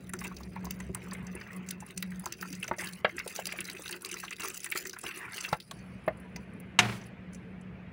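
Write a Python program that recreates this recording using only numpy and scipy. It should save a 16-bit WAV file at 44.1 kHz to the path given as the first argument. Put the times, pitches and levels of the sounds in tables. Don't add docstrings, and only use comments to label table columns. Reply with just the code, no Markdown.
import sys
import numpy as np
from scipy import signal
from scipy.fft import rfft, irfft
from scipy.io import wavfile
from scipy.ndimage import uniform_filter1d, map_coordinates

SR = 44100
rng = np.random.default_rng(int(sys.argv[2]) if len(sys.argv) > 2 else 0)


def decibels_to_gain(level_db):
    exponent = np.asarray(level_db, float) / 20
    return 10 ** exponent


def master_out(mix):
    frames = np.transpose(np.atleast_2d(mix))
    ceiling = np.clip(frames, -1, 1)
    pcm = np.round(ceiling * 32767).astype(np.int16)
    wavfile.write(sys.argv[1], SR, pcm)


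N = 349536
GRAIN = 4096

# (time [s], peak level [dB], pitch [Hz])
PLOPS = [(0.134, -32, 1370), (0.215, -38, 1110), (0.313, -38.5, 1095), (0.403, -39.5, 1090),
         (0.562, -33, 910), (0.665, -35, 970), (0.949, -36, 1196), (1.118, -37.5, 1070),
         (1.822, -39.5, 825), (2.261, -26.5, 1012), (2.425, -28.5, 1310), (2.641, -35, 1450),
         (2.712, -19, 900), (2.781, -38.5, 580), (3.046, -15.5, 586), (3.261, -33.5, 560),
         (3.389, -24.5, 642), (3.892, -33.5, 1530), (4.235, -34.5, 1070), (4.446, -28.5, 1164),
         (4.755, -30.5, 1290), (4.932, -38, 1490), (5.037, -35.5, 1160), (5.5275, -16.5, 804),
         (5.711, -34, 1083), (6.078, -16, 610), (6.359, -43, 720),
         (0.092, -42.5, 1900), (0.2432, -37.5, 2730), (0.8013, -37.5, 2140), (1.1476, -37.5, 2090),
           (1.4117, -39.5, 1870), (1.4641, -39.5, 1910), (2.0254, -30.5, 1930), (2.1161, -40.5, 1880),
           (2.3228, -39, 2640), (2.6269, -27, 2970), (2.679, -31, 2230), (3.0458, -18.5, 2330),
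           (3.05, -17.5, 1660), (3.1804, -25.5, 1920), (3.1977, -28.5, 2145), (3.684, -35.5, 2120),
           (3.4868, -33.5, 1990), (3.5195, -29, 2290), (3.586, -27.5, 2310), (3.9247, -31, 2820),
           (4.1256, -33.5, 2850), (4.279, -31, 2820), (4.3091, -32, 1970), (4.6617, -29, 1930),
           (4.7202, -23, 2220), (4.8522, -30, 1890), (5.0626, -27.5, 2830), (5.447, -27.5, 2640),
           (5.5313, -26, 1990), (6.0779, -31.5, 1735), (6.359, -36.5, 2350),
         (0.6377, -41, 930), (0.8003, -44, 980), (0.8925, -44, 507), (0.9709, -46, 870),
           (1.0697, -45, 1140), (1.36, -44.5, 980), (1.4095, -44, 1460), (3.47, -42.5, 700),
           (3.047, -21, 1100), (2.2358, -42, 955), (2.4489, -38.5, 1350), (2.6836, -40, 646),
           (2.8199, -38, 840), (3.535, -39, 645), (3.7907, -40, 550), (3.8554, -39, 1500),
           (3.9382, -35, 1450), (4.14, -38, 1376), (4.431, -35, 1350), (4.9616, -39.5, 1364),
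           (5.278, -39.5, 1380), (5.4804, -39, 1270),
         (0.2115, -37, 1960), (3.608, -34, 2700), (1.1149, -39.5, 1800), (0.707, -39, 2860),
         (1.5041, -39.5, 1850), (5.108, -34.5, 2620), (1.9001, -42.5, 2830), (3.746, -40, 2020),
         (2.5326, -41, 2590), (2.735, -36, 2000), (2.834, -36.5, 2150), (3.0926, -33, 2090),
         (3.305, -39.5, 2100), (3.386, -41, 1660), (3.764, -37.5, 2500), (4.0906, -39, 2610),
         (4.1645, -37.5, 2260), (4.2308, -34, 1586), (4.325, -31.5, 2520), (4.381, -42, 2000),
         (4.3956, -34, 2800), (4.5, -34.5, 2600), (4.643, -33, 2580), (4.963, -39.5, 1655)]


def plops():
    out = np.zeros(N)
    t = np.arange(GRAIN // 2) / SR
    rows = PLOPS
    smack = coloured([(300, 0.5), (600, 9.5), (2600, -0.5), (4500, -12.5), (9000, -76)], N + GRAIN)
    floor_hz, floor_db = 360, -11
    for (s, peak_db, hz), luck in zip(rows, rng.random((len(rows), 3, 10))):
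        force = np.clip((peak_db + 39.0) / 30, 0, 1)
        above_oct = 0.313 + force * max(np.log2(2700 / hz), 0)
        cloud = cluster(hz, 0.022 - 0.017 * force, luck, below_oct=0.347, above_oct=above_oct,
                        cycles=64.0, climb=0.05, mates_db=-1.0)
        slap = puff(smack, s, hz, 1.0, skirt_db=-20.5 + 3.4 * force)
        slap = slap * swell(t, 0.009 - 0.00975 * force ** 0.5, 0.038 - 0.0068 * force)
        slap = signal.sosfilt(signal.butter(4, 0.55 * hz, "high", fs=SR, output="sos"), slap)
        splash = (cloud + decibels_to_gain(0.5) * slap) * lozenge(t, 0.0025 * (1.05 - force), 0.016 + 0.015 * force)
        pinched = force ** 2 * decibels_to_gain(5.0) * bubble(t, hz, 24.0, 0.05, rise_cycles=0.68)
        floor = decibels_to_gain(floor_db - 10 * force) * bubble(t, floor_hz, 30.0, 0)
        add(out, s, splash + pinched + floor, peak_db + 0.6)
    return out


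# (frequency [Hz], level per Hz [dB])
SPRAY_COLOUR = [(700, -27), (1470, -6), (2710, -2), (3320, -10), (4850, -10), (7030, -9.5), (9880, -7),
                (13500, -11), (14900, -4), (15750, 0.5), (16200, -22.5)]
# (time [s], peak level [dB], centre [Hz])
SLAPS = [(0.1887, -38, 6000), (0.3657, -39.5, 4970), (0.6525, -33.5, 6080), (0.706, -32, 6350),
         (1.6872, -31, 6700), (1.7063, -34, 4130), (1.9734, -41, 5400), (2.257, -27.5, 6680),
         (2.3226, -28, 5870), (2.5266, -32.5, 6250), (2.678, -32, 6240), (2.784, -33, 5940),
         (2.8709, -31.5, 4120), (3.19, -30, 5120), (3.3604, -28.5, 5850), (3.455, -22.5, 4950),
         (3.468, -37, 4600), (3.698, -28, 4390), (3.8578, -37, 3550), (3.925, -30.5, 4410),
         (4.047, -27.5, 4070), (4.1135, -30.5, 6780), (4.14, -32.5, 6030), (4.4037, -33.5, 7100),
         (4.72, -31, 3480), (4.8947, -29, 5770), (4.93, -36, 5130), (5.4067, -33.5, 6070),
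         (5.528, -30.5, 4270), (5.6007, -36.5, 3930)]
# (time [s], peak level [dB], centre [Hz])
SPLASHES = [(0.0923, -34, 9900), (0.1345, -27.5, 8400), (0.239, -42, 8100), (0.6449, -36, 15500),
            (0.707, -27.5, 14470), (0.8008, -39, 7340), (0.9466, -26, 8560), (1.1324, -34.5, 8520),
            (1.11, -43, 4600), (1.412, -46.5, 4640), (1.3507, -38, 9800), (1.563, -41, 10000),
            (1.803, -41, 7420), (1.8627, -42.5, 9970), (1.708, -26, 10340), (1.9754, -28, 7560),
            (2.0246, -25, 15500), (2.1945, -36, 10500), (2.4096, -37, 15300), (2.599, -43, 10250),
            (2.8435, -33, 9100), (2.9324, -41.5, 8200), (3.275, -32, 9630), (3.6044, -26, 9700),
            (3.729, -36.5, 9840), (3.8196, -36, 7560), (4.0193, -38, 10800), (4.2, -37, 9780),
            (4.5425, -30.5, 7600), (4.6427, -25.5, 9200), (4.7006, -34.5, 9300), (4.8695, -40, 15900),
            (4.9864, -35, 10140), (5.036, -35, 8550), (5.7108, -42, 7600),
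            (0.432, -45.5, 4700), (2.0246, -33, 3870), (2.4095, -37.5, 6030), (2.5499, -38, 6240),
        (2.641, -35.5, 6000), (2.9316, -42, 4150), (3.2767, -39, 3700), (3.6514, -34, 4860),
        (3.8778, -32, 3860), (3.8904, -39, 5580), (5.368, -39, 4800), (5.331, -40.5, 4500),
        (4.2476, -38, 3900), (4.3065, -33, 6230), (4.328, -39, 4250), (4.4185, -35.5, 4030),
        (4.482, -38, 5940), (4.6023, -35.5, 7080), (4.8515, -38, 6800), (4.869, -32.5, 6370),
        (5.441, -35.5, 4160), (5.4873, -38, 5030),
            (0.2056, -38.5, 10750), (2.423, -32.5, 15630), (2.6283, -35, 10220), (3.166, -38, 8000),
          (3.4677, -27, 9440), (3.909, -30, 9540), (3.9593, -42, 15220), (4.0571, -34, 8340),
          (4.088, -39, 8590), (4.1242, -39, 8930), (4.3248, -45, 9730), (4.4825, -27.5, 15610),
          (4.498, -34, 7800), (4.5204, -44, 9810), (4.5741, -33, 15210), (4.657, -31.5, 7900),
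          (4.714, -27, 15640), (5.012, -36.5, 8270), (5.1584, -40, 10000), (5.1743, -36, 9230),
          (5.188, -39, 10000), (5.3411, -43, 8320), (5.3853, -43, 10020), (5.4086, -36, 7800),
          (1.267, -41.5, 6200)]
# (time [s], peak level [dB], centre [Hz])
LAST_DRIPS = [(5.624, -46, 4460), (5.71, -32, 3370), (5.7885, -50.5, 6010), (6.063, -47, 9840),
              (6.0785, -37, 14700), (6.199, -47.5, 10800), (6.36, -33, 5200), (6.5345, -55, 9800),
              (6.5993, -37, 11300), (6.171, -51, 9500), (7.013, -47, 5870), (7.0374, -48, 6500),
              (7.065, -44, 10270), (7.332, -45.5, 6700), (7.346, -41, 6740), (7.611, -53, 8050)]


def rebounds():
    rows = []
    for (s, db, hz), (late, weak, size) in zip(SLAPS, rng.random((len(SLAPS), 3))):
        rows.append((s + 0.012 + 0.0049 * late, db - 14.5 - 3.4 * weak, hz * (0.6 + 0.415 * size)))
    return rows


def ticks():
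    out = np.zeros(N)
    t = np.arange(GRAIN // 2) / SR
    spray = coloured(SPRAY_COLOUR, N + GRAIN)
    drips = [(s, db - 4.5, hz) for s, db, hz in LAST_DRIPS]
    rows = SLAPS + SPLASHES + rebounds() + drips
    for (s, peak_db, hz), luck in zip(rows, rng.random((len(rows), 3, 8))):
        brief = np.clip(0.75 - 0.0397 * (peak_db + 30), 0.3, 1)
        mist = puff(spray, s, hz, 0.38, skirt_db=-11 + 0.5 * (peak_db + 30))
        mist = decibels_to_gain(0.5) * mist * (swell(t, 0.0005, 0.04 * brief) + 0.1 * swell(t, 0.00337, 0.086))
        cloud = cluster(hz, 0.006 * brief, luck, below_oct=0.4, above_oct=0.4,
                        cycles=90 * brief, climb=0.03, mates_db=-3)
        add(out, s, (mist + cloud) * lozenge(t, 0.001, 0.011 * brief), peak_db + 1.5)
    return out


# (time [s], peak level [dB], pitch [Hz])
THUMPS = [
    (0.9, -33.5, 190),
    (1.351, -36.5, 360),
    (2.711, -32, 214),
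    (3.045, -31, 200),
    (4.753, -34, 370),
    (5.526, -27.5, 149),
    (6.075, -34, 146),
    (6.354, -35, 173),
]
# (time [s], peak level [dB], pitch [Hz])
FLEXES = [(0.1385, -40.5, 360), (0.892, -37.5, 376), (2.2592, -46, 360), (2.504, -42, 280),
          (2.7101, -36.5, 360), (2.7914, -47, 338), (3.381, -43, 420), (3.5855, -43.5, 340),
          (3.7463, -48.5, 373), (3.9457, -45, 366), (4.12, -44.5, 350), (4.8534, -42.5, 379)]


def thumps():
    out = np.zeros(N)
    t = np.arange(GRAIN) / SR
    for s, peak_db, hz in THUMPS:
        add(out, s, swell(t, 0.00065, 11.3 / hz) * np.sin(2 * np.pi * hz * t), peak_db)
    for s, peak_db, hz in FLEXES + [(4.45, -39.5, 384)]:
        add(out, s, swell(t, 0.008, 28.0 / hz) * np.sin(2 * np.pi * hz * t), peak_db)
    return out


# (time [s], peak level [dB], t60 [s])
SURGES = [(0.239, -29, 0.13), (0.556, -35, 0.055), (2.785, -33.5, 0.34), (3.349, -25.5, 0.065),
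          (3.508, -32, 0.11), (4.235, -37, 0.15), (4.394, -29.5, 0.29), (4.428, -39.5, 0.34),
          (4.752, -26, 0.16), (5.029, -32, 0.73), (5.277, -41, 0.26)]


def surge():
    t = np.arange(N) / SR
    return sum(decibels_to_gain(peak_db - 9.5) * swell(t - s, 0.0079, np.clip(t60, 0.08, 0.6)) for s, peak_db, t60 in SURGES)


# (time [s], flow level [dB], break-up into spray [dB], share of big deep bubbles [dB])
STREAM = [(0.0, -77.5, 5.5, 4), (0.34, -58, -10, 0), (0.51, -66, -7, 2), (1.05, -54.5, -14.5, 0),
          (1.31, -50, -22.5, -7), (1.92, -57, -11.5, -5), (2.24, -56.5, -10, 6), (2.77, -56, -6.5, 1),
          (3.08, -56, -11.5, 1), (3.56, -46.5, -10.5, 10), (4.06, -55.5, -1, -5), (4.33, -65, 4, -12),
          (4.65, -61, 4, -10), (4.8, -53.5, -5.5, 10), (5.03, -65.5, -2.5, 3), (5.19, -51.5, -24, 1),
          (5.39, -47, -6, -7), (5.56, -47.5, -12, 4)]
STREAM_FADE_S = 0.082
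# (start time [s], length [s])
GURGLE_GAPS = [(0.103, 0.027), (0.346, 0.02), (0.478, 0.038), (0.907, 0.031), (1.303, 0.03), (1.937, 0.045),
               (2.005, 0.032), (2.357, 0.03), (3.43, 0.036), (3.829, 0.023), (3.87, 0.022), (3.977, 0.028),
               (4.206, 0.024), (4.304, 0.049), (4.586, 0.035)]
# (start time [s], length [s])
SPRAY_GAPS = [(0.082, 0.023), (0.28, 0.041), (0.336, 0.024), (0.567, 0.042), (0.893, 0.046), (1.204, 0.023),
              (1.583, 0.033), (1.632, 0.032), (1.747, 0.035), (1.919, 0.044), (2.081, 0.023),
              (2.161, 0.033), (2.339, 0.034), (2.694, 0.034), (2.734, 0.027), (3.014, 0.023), (3.427, 0.02),
              (3.736, 0.029), (3.978, 0.028), (4.672, 0.043), (4.828, 0.037), (4.9, 0.038), (5.266, 0.054),
              (5.529, 0.038)]


def churn():
    stream_end = (STREAM[-1][0] + STREAM_FADE_S, -120, 0, 0)
    gurgle_db, breakup_db, deep_db = in_time(STREAM + [stream_end])
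    burst = surge()
    gurgle_gain = decibels_to_gain(gurgle_db - 4.0) + burst
    spray_gain = decibels_to_gain(gurgle_db + breakup_db + 2.0) + decibels_to_gain(-7.5) * burst
    slosh_gain = decibels_to_gain(-59.0) * (gurgle_db > -110) + decibels_to_gain(-8.0) * burst

    slosh = swarm(320, [(280, -15), (360, 11.5), (480, -7.5)], 296.0, 476, cycles=18.3, size_db=0.0, clump_db=2.0)
    gurgle_colour = [(500, -14), (1000, -2), (1200, 1.5), (2700, 1), (3300, -18)]
    gurgle = swarm(1900, gurgle_colour, 520, 3200, cycles=45, size_db=2.5, clump_db=1.5)
    rush_colour = [(550, -32), (900, -5.5), (1300, -4.5), (2500, -6.0), (3400, -32.0)]
    gurgle = gurgle + decibels_to_gain(-5.5 + 3.6 * drift(14)) * coloured(rush_colour, N)
    deep = signal.sosfilt(signal.butter(4, 990, fs=SR, output="sos"), gurgle)
    gurgle = gurgle + (decibels_to_gain(deep_db) - 1) * deep

    patter = swarm(2000, SPRAY_COLOUR, 3300, 15870, cycles=98, size_db=6.0, clump_db=4.5)
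    mist = coloured(SPRAY_COLOUR, N)
    coarse = signal.sosfilt(signal.butter(4, 6500, fs=SR, output="sos"), mist)
    mist = decibels_to_gain(3.0) * (spatter() * coarse + spatter() * (mist - coarse))
    spray = decibels_to_gain(-2.0) * patter + mist
    return slosh_gain * slosh + gaps(GURGLE_GAPS) * gurgle_gain * gurgle + gaps(SPRAY_GAPS) * spray_gain * spray


def spatter():
    drops_per_s, t60_s = 100, 0.023
    lands = rng.random(N) < drops_per_s * decibels_to_gain(4.0 * drift(6)) / SR
    drops = decibels_to_gain(5.4 * np.minimum(rng.exponential(1, N), 2.4)) * lands
    return rms_one(0.17 + signal.lfilter([1], [1, -decibels_to_gain(-60 / (t60_s * SR))], drops))


def gaps(rows):
    shut = np.clip(sum(spell(s, length_s, 0.006) for s, length_s in rows), 0, 1)
    return 1 - (1 - decibels_to_gain(-10)) * shut


# (time [s], level [dB], t60 [s])
FOAM_STIRS = [
    (5.6, -67, 3),
    (6.37, -78, 0.8),
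    (6.789, -32, 0.036),
    (6.8, -56, 1.2),
    (7.325, -60, 0.11),
]


def foam():
    t = np.arange(N) / SR
    gain = sum(decibels_to_gain(level_db) * swell(t - s, 0.00293, t60) for s, level_db, t60 in FOAM_STIRS)
    gain = gain * (1 - spell(7.09, 0.221, 0.02))
    colour = [(4000, -0.5), (7500, -12), (10000, 0.0), (12500, -13.5), (15500, -8.5)]
    return gain * swarm(9000, colour, 4200, 15500, cycles=120, size_db=2.5, clump_db=4.0)


# (frequency [Hz], width [Hz], level [dB])
BASIN_MODES = [(2064, 90, -5), (2672, 90, -4), (3840, 190, -5), (4775, 340, -0.5), (6080, 200, 3),
               (7560, 90, -0.5), (8130, 60, -2.5), (9950, 300, 1)]


def basin(x, ring_db):
    out = x.copy()
    for hz, width_hz, level_db in BASIN_MODES:
        r = np.exp(-np.pi * width_hz / SR)
        poles = [1, -2 * r * np.cos(2 * np.pi * hz / SR), r * r]
        zeros = np.array([1, 0, -1]) * (1 - r * r) / 2
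        out += decibels_to_gain(ring_db + level_db) * signal.lfilter(zeros, poles, x)
    return out


def room(x):
    t = np.arange(SR // 2) / SR
    colour = [(60, 3.5), (1500, -2.5), (6000, -7.0), (17000, -42.5)]
    echo = coloured(colour, len(t)) * swell(t - 0.006, 0.0032, t60=0.091)
    return signal.fftconvolve(x, echo / np.sqrt(np.sum(echo ** 2)))[:N]


# (frequency [Hz], level [dB], t60 [s])
KNOCK_MODES = [(116, 0.5, 4.6), (207.4, 0.5, 0.5), (360, -18, 5.0), (724, 7, 0.28), (1342, -8, 0.96),
               (2140, -12, 0.35), (2500, -6.5, 0.29)]
# (frequency [Hz], level per Hz [dB])
CRACK_COLOUR = [(280, -23), (509, -12.5), (1190, 0), (1520, -3.5), (2830, 2), (4330, -11.5), (5790, -9),
                (15100, -32.5), (16500, -42.5)]
# (frequency [Hz], level per Hz [dB])
WASH_COLOUR = [(80, -56), (117, -9.5), (273, -19.5), (436, -15), (498, -22.5), (711, -19.5), (2370, -20.5),
               (15100, -55.5), (16500, -44.5)]


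def knock():
    out = np.zeros(N)
    t = np.arange(SR // 2) / SR
    rings = 0
    for hz, level_db, t60 in KNOCK_MODES:
        rings += decibels_to_gain(level_db) * swell(t, 0.002, min(t60, 0.06 + 100 / hz)) * np.sin(2 * np.pi * hz * t)
    crack = coloured(CRACK_COLOUR, len(t)) * swell(t, 0.00071, 0.053)
    wash = coloured(WASH_COLOUR, len(t)) * swell(t, 0.0074, 0.45) * decibels_to_gain(2.0 * drift(36.7)[:len(t)])
    wash = wash / (1 + (t / 0.54) ** 12)
    fizz = coloured([(9000, -3.0), (12500, -6.0), (15500, -7), (16300, -29.5)], len(t))
    wash = wash + decibels_to_gain(-29.5) * fizz / (1 + (t / 0.19) ** 16)
    bang = crack + decibels_to_gain(-17.0) * wash + decibels_to_gain(-24.0) * rings
    add(out, 6.789, np.tanh(0.5 * bang), peak_db=-4)
    return out


# (time [s], level [dB])
LET_THROUGH = [(0, -0.5), (.7, 2.5), (1.2, 1.5), (1.7, -2.5), (2.7, -3), (3.9, -7.5), (4.5, -10.5),
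               (5.66, -8), (5.76, 2), (6.8, 2), (7.93, 1.5)]
# (start time [s], length [s], level [dB])
HUM_SPELLS = [(0.067, 0.27, -48.5), (0.477, 0.38, -46.5), (1.05, 0.31, -44.5), (1.539, 0.28, -44.5),
              (1.974, 0.25, -42), (2.41, 0.19, -45), (2.79, 0.18, -50), (3.417, 0.314, -58),
              (4.146, 0.15, -60), (5.737, 1.3, -66.5), (6.804, 1.3, -57.5)]


def hum():
    hum_hz = 183.5
    through_db, = in_time(LET_THROUGH)
    gain = decibels_to_gain(-54 + through_db) + sum(decibels_to_gain(db) * spell(s, length_s, 0.035) for s, length_s, db in HUM_SPELLS)
    tone = 0.4 * waver(hum_hz, width_hz=34) + 1.2 * np.sin(2 * np.pi * hum_hz * np.arange(N) / SR)
    undertone = decibels_to_gain(-62 + 1.6 * through_db) * waver(117, width_hz=10)
    return gain * tone + undertone


# (start time [s], length [s], level [dB])
THROB_LUMPS = [
    (0.198, 0.09, -48),
    (0.367, 0.13, -46),
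    (0.624, 0.095, -45),
    (0.81, 0.09, -48),
    (1.28, 0.12, -55),
    (2.04, 0.055, -54),
]
# (frequency [Hz], level per Hz [dB])
AIR_COLOUR = [(25, -30), (50, -10), (100, -7.5), (210, -5), (290, -17), (450, -16.5), (700, -26),
              (1100, -62.5)]
# (frequency [Hz], level per Hz [dB])
HISS_COLOUR = [(350, -27), (600, -3.5), (897, -5), (1250, -5), (2430, -3.5), (3170, -14.5), (3490, -19),
               (6790, -38), (15200, -48.5), (16500, -41)]


def background():
    through_db, = in_time(LET_THROUGH)
    t = np.arange(N) / SR
    throb = decibels_to_gain(-64 + 1.5 * through_db) * waver(71.6, width_hz=25)
    lumps = sum(decibels_to_gain(db) * spell(s, length_s, 0.046) for s, length_s, db in THROB_LUMPS)
    throb = throb + lumps * np.sin(2 * np.pi * 67 * t + 0.79 * drift(9))
    air = decibels_to_gain(-51 + 1.22 * through_db) * coloured(AIR_COLOUR, N)
    water_runs = np.arange(N) < STREAM[-1][0] * SR
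    hiss_db = -60 + 1.1 * through_db - 3 * water_runs
    hiss = gaps(GURGLE_GAPS) * decibels_to_gain(hiss_db) * coloured(HISS_COLOUR, N)
    return throb + air + hiss


# (time [s], length [s], level [dB], pitch [Hz])
HOOTS = [
    (6.245, .045, -58, 970),
    (6.369, 0.028, -54, 970),
    (6.552, 0.02, -59, 894),
]


def hoots():
    t = np.arange(N) / SR
    return sum(decibels_to_gain(level_db) * spell(s, length_s, 0.013) * np.sin(2 * np.pi * hz * t)
               for s, length_s, level_db, hz in HOOTS)


def noise_control(x, depth_db, patch_hz, patch_s):
    size, hop = 512, 128
    cells = signal.stft(x, nperseg=size, noverlap=size - hop)[2]
    patches = rng.standard_normal(cells.shape)
    for _ in range(2):
        patches = uniform_filter1d(patches, max(round(patch_hz * size / SR), 1), axis=0)
        patches = uniform_filter1d(patches, max(round(patch_s * SR / hop), 1), axis=1)
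    gain = decibels_to_gain(depth_db * patches / patches.std())
    gain = gain / np.sqrt(np.mean(gain ** 2))
    return signal.istft(cells * gain, nperseg=size, noverlap=size - hop)[1][:N]


def bubble(t, hz, cycles, climb, rise_cycles=1.22):
    t = np.maximum(t, 0)
    t60 = np.minimum(cycles / hz, 0.034)
    return swell(t, rise_cycles / hz, t60) * np.sin(2 * np.pi * hz * t * (1 + climb * np.minimum(t / t60, 1)))


def cluster(hz, length_s, luck, below_oct, above_oct, cycles, climb, mates_db):
    t = np.arange(GRAIN // 2) / SR
    pitch, born, size = luck
    mates_hz = np.clip(hz * 2 ** ((below_oct + above_oct) * pitch - below_oct), 200, 16000)
    sizes = decibels_to_gain(mates_db - 23.5 * size - 10.0 * born)
    mates = bubble(t[:, None] - length_s * born ** 2, mates_hz, cycles, climb) @ sizes
    return bubble(t, hz, cycles, climb) + mates


def swarm(per_s, spectrum, low_hz, high_hz, cycles, size_db, clump_db):
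    sizes = decibels_to_gain(size_db * np.minimum(rng.exponential(1, N), 4)) * rng.choice([-1, 1], N)
    born = rng.random(N) < per_s * decibels_to_gain(clump_db * (drift(20) + drift(70))) / SR
    out = np.zeros(N)
    dealt = rng.integers(0, 24, N)
    for k, hz in enumerate(np.geomspace(low_hz, high_hz, 24)):
        r = decibels_to_gain(-60 * hz / (cycles * SR))
        w = 2 * np.pi * hz / SR
        gain = hz * decibels_to_gain(level_at(spectrum, hz)) * np.sin(w)
        out += signal.lfilter([0, gain], [1, -2 * r * np.cos(w), r * r], sizes * born * (dealt == k) + 1e-18)
    return rms_one(out)


def puff(noise, s, hz, width_oct, skirt_db):
    grid = np.fft.rfftfreq(GRAIN // 2, 1 / SR) + 1
    lift = decibels_to_gain(skirt_db) + np.exp(-(np.log2(grid / hz) / width_oct) ** 2)
    piece = noise[round(s * SR):][:GRAIN // 2]
    return rms_one(irfft(rfft(piece) * lift, GRAIN // 2))


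def coloured(spectrum, size):
    gain = decibels_to_gain(level_at(spectrum, np.fft.rfftfreq(size, 1 / SR)))
    return rms_one(irfft(rfft(rng.standard_normal(size)) * gain, size))


def waver(hz, width_hz):
    band = signal.butter(2, [hz - width_hz / 2, hz + width_hz / 2], "band", fs=SR, output="sos")
    return rms_one(signal.sosfilt(band, rng.standard_normal(N + SR))[SR:])


def drift(rate):
    knots = rng.standard_normal(1000)
    return map_coordinates(knots, [np.arange(N) / SR * rate * 2 % 990], order=3)


def swell(t, rise_s, t60):
    t = np.maximum(t, 0)
    return (1 - np.exp(-t / rise_s)) * decibels_to_gain(-60 * t / t60)


def lozenge(t, rise_s, fall_s):
    return (1 - np.exp(-(t / rise_s) ** 2)) * (0.1 + np.exp(-(t / fall_s) ** 2))


def spell(start_s, length_s, edge_s):
    t = np.arange(N) / SR - start_s
    return np.sin(np.pi / 2 * np.clip(np.minimum(t, length_s - t) / edge_s + 0.5, 0, 1)) ** 2


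def add(out, s, grain, peak_db):
    i = round(s * SR)
    grain = grain[:N - i]
    out[i:i + len(grain)] += decibels_to_gain(peak_db) * grain / (np.abs(grain).max() + 1e-12)


def in_time(rows):
    s, *columns = np.transpose(rows)
    return [np.interp(np.arange(N) / SR, s, c) for c in columns]


def level_at(spectrum, hz):
    points_hz, level_db = np.transpose(spectrum)
    return np.interp(np.log(np.maximum(hz, 1)), np.log(points_hz), level_db)


def rms_one(x):
    return x / np.sqrt(np.mean(x ** 2, axis=-1, keepdims=True) + 1e-20)


def scene():
    stream = noise_control(churn() + foam(), depth_db=4.5, patch_hz=300, patch_s=0.035)
    water = basin(plops() + ticks() + stream, ring_db=0) + thumps()
    bed = noise_control(background(), depth_db=2, patch_hz=200, patch_s=0.03) + hum() + hoots()
    return (water + decibels_to_gain(-20) * room(water) + knock() + bed)[None]


def roll_off(x):
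    return signal.sosfilt(signal.butter(12, 17140, fs=SR, output="sos"), x)


def record(dry):
    dip_hz, dip_width_hz, dip_share = 12900, 2600, 0.65
    dip = signal.iirpeak(dip_hz, dip_hz / dip_width_hz, fs=SR)
    dipped = dry - dip_share * signal.lfilter(*dip, dry)
    bass_cut = signal.butter(4, 51, "high", fs=SR, output="sos")
    top_cut = signal.cheby2(12, 24, 16050, fs=SR, output="sos")
    mix = signal.sosfilt(np.vstack([bass_cut, top_cut]), dipped)
    return roll_off(mix)


dry = scene()
out = record(dry)
master_out(out)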